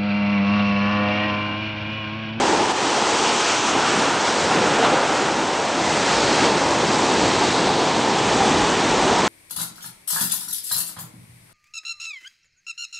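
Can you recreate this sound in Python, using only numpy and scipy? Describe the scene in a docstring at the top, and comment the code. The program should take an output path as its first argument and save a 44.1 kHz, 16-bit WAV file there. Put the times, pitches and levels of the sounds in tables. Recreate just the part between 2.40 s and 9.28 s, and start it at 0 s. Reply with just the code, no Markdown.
"""Heavy surf on boulders

Waves wash around shore boulders while the next breaker rolls in. Air beaten into the water rings,
and bigger bubbles ring lower: big plumes rumble, bubble clouds roar, the wash churns, foam fizzes.
Surges slap the rocks, water gushes over them and trapped pockets of air gulp."""
import sys
import numpy as np
from scipy import signal
from scipy.fft import rfft, irfft
from scipy.io import wavfile

SR = 44100
rng = np.random.default_rng(int(sys.argv[2]) if len(sys.argv) > 2 else 0)


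def generate_wav(sig):
    """Save sig (samples, or channels by samples) to the path in sys.argv[1] as 16-bit PCM at SR."""
    pcm = np.round(np.clip(np.atleast_2d(sig).T, -1, 1) * 32767).astype(np.int16)
    wavfile.write(sys.argv[1], SR, pcm)


N = 303408
TIME = np.arange(N) / SR
FREQS = np.maximum(np.arange(N // 2 + 1) * SR / N, 1)


def gain(db):
    """Turn decibels into a number to multiply by."""
    return 10 ** (np.asarray(db) / 20)


def unit(x):
    """Scale a sound to an average (rms) level of 1."""
    return x / np.sqrt(np.mean(x ** 2))


def together(gains):
    """The joint level of unrelated sounds: their powers add."""
    return np.sqrt(sum(g ** 2 for g in gains))


def bell(x, centre, width):
    """A smooth bump of height 1, down to 0.6 at one width either side."""
    return np.exp(-.5 * ((x - centre) / width) ** 2)


def wander(per_s):
    """A line that drifts between random values, mostly within -1 to 1."""
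    return np.interp(TIME * per_s, np.arange(1024), rng.standard_normal(1024))


def colour(x, tone):
    """Shape lows and highs by a tone table, fading beyond its ends; the level comes out as 1."""
    hz, db = np.transpose(tone)
    edges = np.minimum(1, np.minimum(FREQS / hz[0], hz[-1] / FREQS)) ** 2
    curve = gain(np.interp(np.log(FREQS), np.log(hz), db))
    return unit(irfft(rfft(x) * edges * curve, N))


def cloud(tone, churn_db, churn_per_s):
    """Countless bubbles merge into a rush; each half octave swells and fades on its own."""
    spectrum, rush = rfft(rng.standard_normal(N)), np.zeros(N)
    bands = np.floor(2 * np.log2(np.clip(FREQS, tone[0][0], tone[-1][0])))
    for band in np.unique(bands):
        rush += irfft(spectrum * (bands == band), N) * gain(churn_db * wander(churn_per_s))
    return colour(rush, tone)


def swell(peak_s, pitch_hz, spread_hz, level_db, width_s):
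    """A crowd of bubbles of like size rings, building up and dying away."""
    ring = irfft(rfft(rng.standard_normal(N)) * bell(FREQS, pitch_hz, spread_hz), N)
    return unit(ring) * gain(level_db) * bell(TIME, peak_s, width_s)


# Tone of falling water: pitch_hz, relative_db
THUD_TONE = [(20, -16.5), (40, -6.5), (58, -5), (80, -2.5), (120, -11)]
# Heavy water slamming down further out: peak_s, level_db
BOOMS = [(.15, -45), (3.82, -41), (5.29, -41), (5.97, -40), (6.2, -39), (6.57, -39), (6.8, -41)]

def thuds(plume_gain):
    """Falling water thuds, more softly than the plumes of air it makes, and booms further out."""
    booms = [gain(db) * bell(TIME, peak_s, width=0.077) for peak_s, db in BOOMS]
    return cloud(THUD_TONE, churn_db=2, churn_per_s=5.2) * together([gain(-16) * plume_gain] + booms)


# Trapped air pockets: peak_s, pitch_hz, level_db, width_s
GULPS = [(.12, 346, -30, 0.14), (0.147, 910, -28, 0.073), (2.15, 750, -26, .046), (2.454, 685, -28, 0.01),
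         (2.57, 526, -25, 0.053), (3.868, 561, -31, 0.045), (3.95, 314, -31.5, 0.16),
         (5.263, 462, -26, .05), (6.015, 790, -25, 0.037), (6.05, 432, -31, .04), (6.496, 405, -29, 0.046)]

def gulps(spread_hz=30):
    """Air closed in between boulders rings near one pitch."""
    return sum(swell(peak_s, hz, spread_hz, db, width_s) for peak_s, hz, db, width_s in GULPS)


# Rushes of water: peak_s, pitch_hz, level_db, width_s
GUSHES = [(1.02, 2970, -30, 0.56), (1.17, 6240, -33, .12), (1.1, 2400, -30, 0.046), (1, 1260, -32, 0.47),
          (1.58, 1370, -29.5, 0.29), (0.87, 440, -32.5, 0.22), (2.28, 190, -32, 0.26),
          (2.28, 510, -29, 0.43), (2.61, 800, -25, 0.15), (2.47, 1370, -29, 0.38), (3.2, 680, -32.5, 0.47),
          (3.89, 560, -29.5, 0.59), (3.9, 4400, -32, .25), (5.12, 4130, -32.5, 0.52),
          (6.1, 3400, -35, 0.84)]

def gushes():
    """Water pours over and between boulders, ringing over a broad range of pitches."""
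    return sum(swell(peak_s, hz, 0.17 * hz, db, width_s) for peak_s, hz, db, width_s in GUSHES)


# Tone of a splash: pitch_hz, relative_db
SPLASH_TONE = [(150, -11), (400, -9), (1000, 5.5), (2000, -6), (3700, -5.5), (4600, -16), (8000, -27)]
# Surges hitting rock: peak_s, level_db, width_s
SLAPS = [(0.307, -24, .014), (1.877, -24.5, 0.022), (2.136, -25, 0.041), (2.45, -19, 0.018),
         (2.504, -30, 0.012), (3.718, -23.5, .014), (4.06, -24, 0.024)]

def slaps():
    """A surge meets a boulder and throws up a short splash."""
    hits = sum(gain(db) * bell(TIME, peak_s, width_s) for peak_s, db, width_s in SLAPS)
    return colour(rng.standard_normal(N), SPLASH_TONE) * hits


# Tone of foam and spray: pitch_hz, relative_db
FOAM_TONE = [(2200, -37.5), (3300, -5.5), (4100, 0.5), (5000, 0), (6000, 0), (7000, -2.5), (7900, -4),
             (9000, -12.5), (10000, -24)]

def foam(clicks=18000, spread_db=2.0):
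    """Tiny bubbles fizz; landing drops and bursting foam add clicks of very unequal size."""
    fizz = cloud(FOAM_TONE, churn_db=1.26, churn_per_s=38)
    when, strength, sign = rng.random((clicks, 3)).T
    sizes = gain(-spread_db * np.log(1 - .995 * strength)) * np.sign(sign - .5)
    spray = np.bincount((when * N).astype(int), sizes, N)
    return fizz + gain(-3) * colour(spray, FOAM_TONE)


def bubbles(low_hz, high_hz, cycles, glide, spread_db, count):
    """Single nearby bubbles ring briefly and rise in pitch as they reach the surface."""
    sound = np.zeros(N)
    for when, smallness, strength in rng.random((count, 3)):
        hz = low_hz * (high_hz / low_hz) ** smallness
        start = int(when * N)
        t = TIME[:min(int(cycles / hz * SR), N - start)]
        age = t * hz / cycles  # 0 to 1 over the bubble's life
        ring = np.sin(2 * np.pi * hz * t * (1 + glide * age / 2)) * np.exp(-np.log(100) * age)
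        sound[start:start + len(t)] += gain(-spread_db * np.log(1 - .99 * strength)) * ring
    return sound


def boulder_echo(x, path_m, sway_m, echo_db):
    """A boulder throws the sound back; the echo's extra path changes as the water moves."""
    delay_s = (path_m + sway_m * wander(2)) / 343  # sound travels 343 m a second
    return unit(x + gain(echo_db) * np.interp(TIME - delay_s, TIME, x))


# Tone of the wash: pitch_hz, relative_db
WASH_TONE = [(600, -13.5), (1000, -6.5), (1280, -1), (1550, -3), (1880, -4), (2150, -5), (2600, -5.5),
             (3350, -7.5), (4100, -13.5), (5500, -37)]

def wash():
    """Water churns beside a boulder: a rush of bubbles with single ones ringing in it."""
    rush = cloud(WASH_TONE, churn_db=0.12, churn_per_s=20)
    rings = bubbles(low_hz=664, high_hz=3700, cycles=12, glide=0.13, spread_db=1.0, count=3500)
    water = rush + gain(-9) * colour(rings, WASH_TONE)
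    return boulder_echo(water, path_m=0.602, sway_m=0.077, echo_db=-24)


# Sheets of white water: peak_s, rise_s, fall_s, wash_db, foam_db
SHEETS = [(.07, .1, 0.11, -27.5, -33.5), (1.08, 0.61, 0.12, -31, -29), (1.28, 0.035, 0.055, -31, -31.5),
          (1.5, 0.087, 0.25, -27.5, -30.5), (1.9, 0.067, 0.25, -30, -31.5), (2.45, 0.39, 0.2, -27, -36),
          (2.82, 0.14, .08, -30, -37), (3.52, 0.079, 0.14, -29, -32.5), (3.72, 0.14, .12, -27, -32),
          (4.02, 0.2, 0.072, -25, -30), (4.85, 0.65, .4, -28, -32), (6.15, 0.34, 0.11, -29.5, -34),
          (6.75, 0.75, 0.32, -27.5, -33)]

def white_water(calm_wash_db=-27.5, calm_foam_db=-34):
    """Wash and foam swell with each sheet of water that spreads and collapses."""
    wash_gains, foam_gains = [gain(calm_wash_db)], [gain(calm_foam_db)]
    for peak_s, rise_s, fall_s, wash_db, foam_db in SHEETS:
        sheet = bell(TIME, peak_s, np.where(TIME < peak_s, rise_s, fall_s))
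        wash_gains.append(gain(wash_db) * sheet)
        foam_gains.append(gain(foam_db) * sheet)
    tumble = wander(22.34)  # toppling crests shake wash and foam together
    churn = wash() * together(wash_gains) * gain(0.34 * tumble)
    fizz = foam() * together(foam_gains) * gain(0.29 * tumble)
    return churn + fizz


# Air under the breaker: peak_s, pitch_hz, spread_hz, level_db, width_s
BREAKER_AIR = (6, 854.5, 72, -30, 1.2)

def breaker():
    """Air trapped under the incoming breaker rings hollow."""
    return swell(*BREAKER_AIR)


# Plunging surges: peak_s, width_s, level_db, depth_db (added for each step up in bubble size)
SURGES = [(.07, 0.2, -24, -1), (0.644, 0.29, -26, -5), (1.367, 0.032, -26, 1), (1.585, 0.11, -28, 2),
          (2.19, 0.2, -29.5, 4), (2.44, 0.096, -24, -0.5), (2.88, 0.28, -34.5, 4), (3.506, 0.096, -32, 6),
          (4.066, 0.065, -24.5, -2), (4.86, 0.12, -29, 4.5), (5.285, 0.034, -26, -8),
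          (6.114, 0.14, -26.5, 2), (6.703, 0.12, -24.5, 0)]

def surf_gain(size, backwash_db, wave_db, surge_db=0):
    """How loudly bubbles ring (size 0 small to 2 big): steady backwash, next wave and surges."""
    start_s, onset_s, growth_db_per_s = 3.69, 0.055, 0.52  # the next wave grows as it rolls closer
    age_s = TIME - start_s
    fade_in = (1 + np.tanh(age_s / onset_s)) / 2
    wave = gain(wave_db + growth_db_per_s * age_s) * fade_in
    surges = [gain(surge_db + db + size * depth_db) * bell(TIME, peak_s, width_s)
              for peak_s, width_s, db, depth_db in SURGES]
    return together([gain(backwash_db), wave] + surges)


# Tones of big plumes, deep clouds and small clouds of bubbles: pitch_hz, relative_db
PLUME_TONE = [(50, -28.5), (85, -8), (110, -6), (150, -1.5), (185, -1.5), (230, -5.5), (320, -22)]
DEEP_TONE = [(150, -26.5), (205, -7), (260, -2.5), (330, -1), (420, -2), (520, -4.5), (650, -14.5),
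             (1000, -25.5)]
SMALL_TONE = [(400, -20), (580, -6), (680, -3), (770, -0.5), (880, 0.5), (990, -2), (1100, -6.5),
              (1500, -19)]

def roar():
    """Falling water thuds and drives air under; each plume or cloud of bubbles rings as a whole."""
    plume_gain = surf_gain(size=2, backwash_db=-40.5, wave_db=-33.5, surge_db=-11)
    deep_gain = surf_gain(size=1, backwash_db=-28.5, wave_db=-26)
    small_gain = surf_gain(size=0, backwash_db=-25.5, wave_db=-29)
    thud = thuds(plume_gain)
    rumble = cloud(PLUME_TONE, churn_db=1, churn_per_s=21) * plume_gain
    deep = cloud(DEEP_TONE, churn_db=0.25, churn_per_s=20) * deep_gain
    small = cloud(SMALL_TONE, churn_db=-0.2, churn_per_s=18) * small_gain
    return thud + rumble + deep + small


def dip(start_s, depth_db, recovery_s):
    """The level drops briefly and comes back."""
    age_s = TIME - start_s
    return gain(depth_db * (age_s > 0) * np.exp(-np.abs(age_s) / recovery_s))


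def scene():
    """The whole shore, the same in both ears."""
    sea = roar() + breaker() + white_water() + gushes() + gulps() + slaps()
    sea *= dip(start_s=.323, depth_db=-6, recovery_s=.024)
    return np.array([sea, sea])


def record(dry):
    """A small camera microphone cuts off the highest treble."""
    top_hz = 10000
    return signal.sosfilt(signal.ellip(10, .2, 75, top_hz, fs=SR, output="sos"), dry)


dry = scene()
out = record(dry)
generate_wav(out)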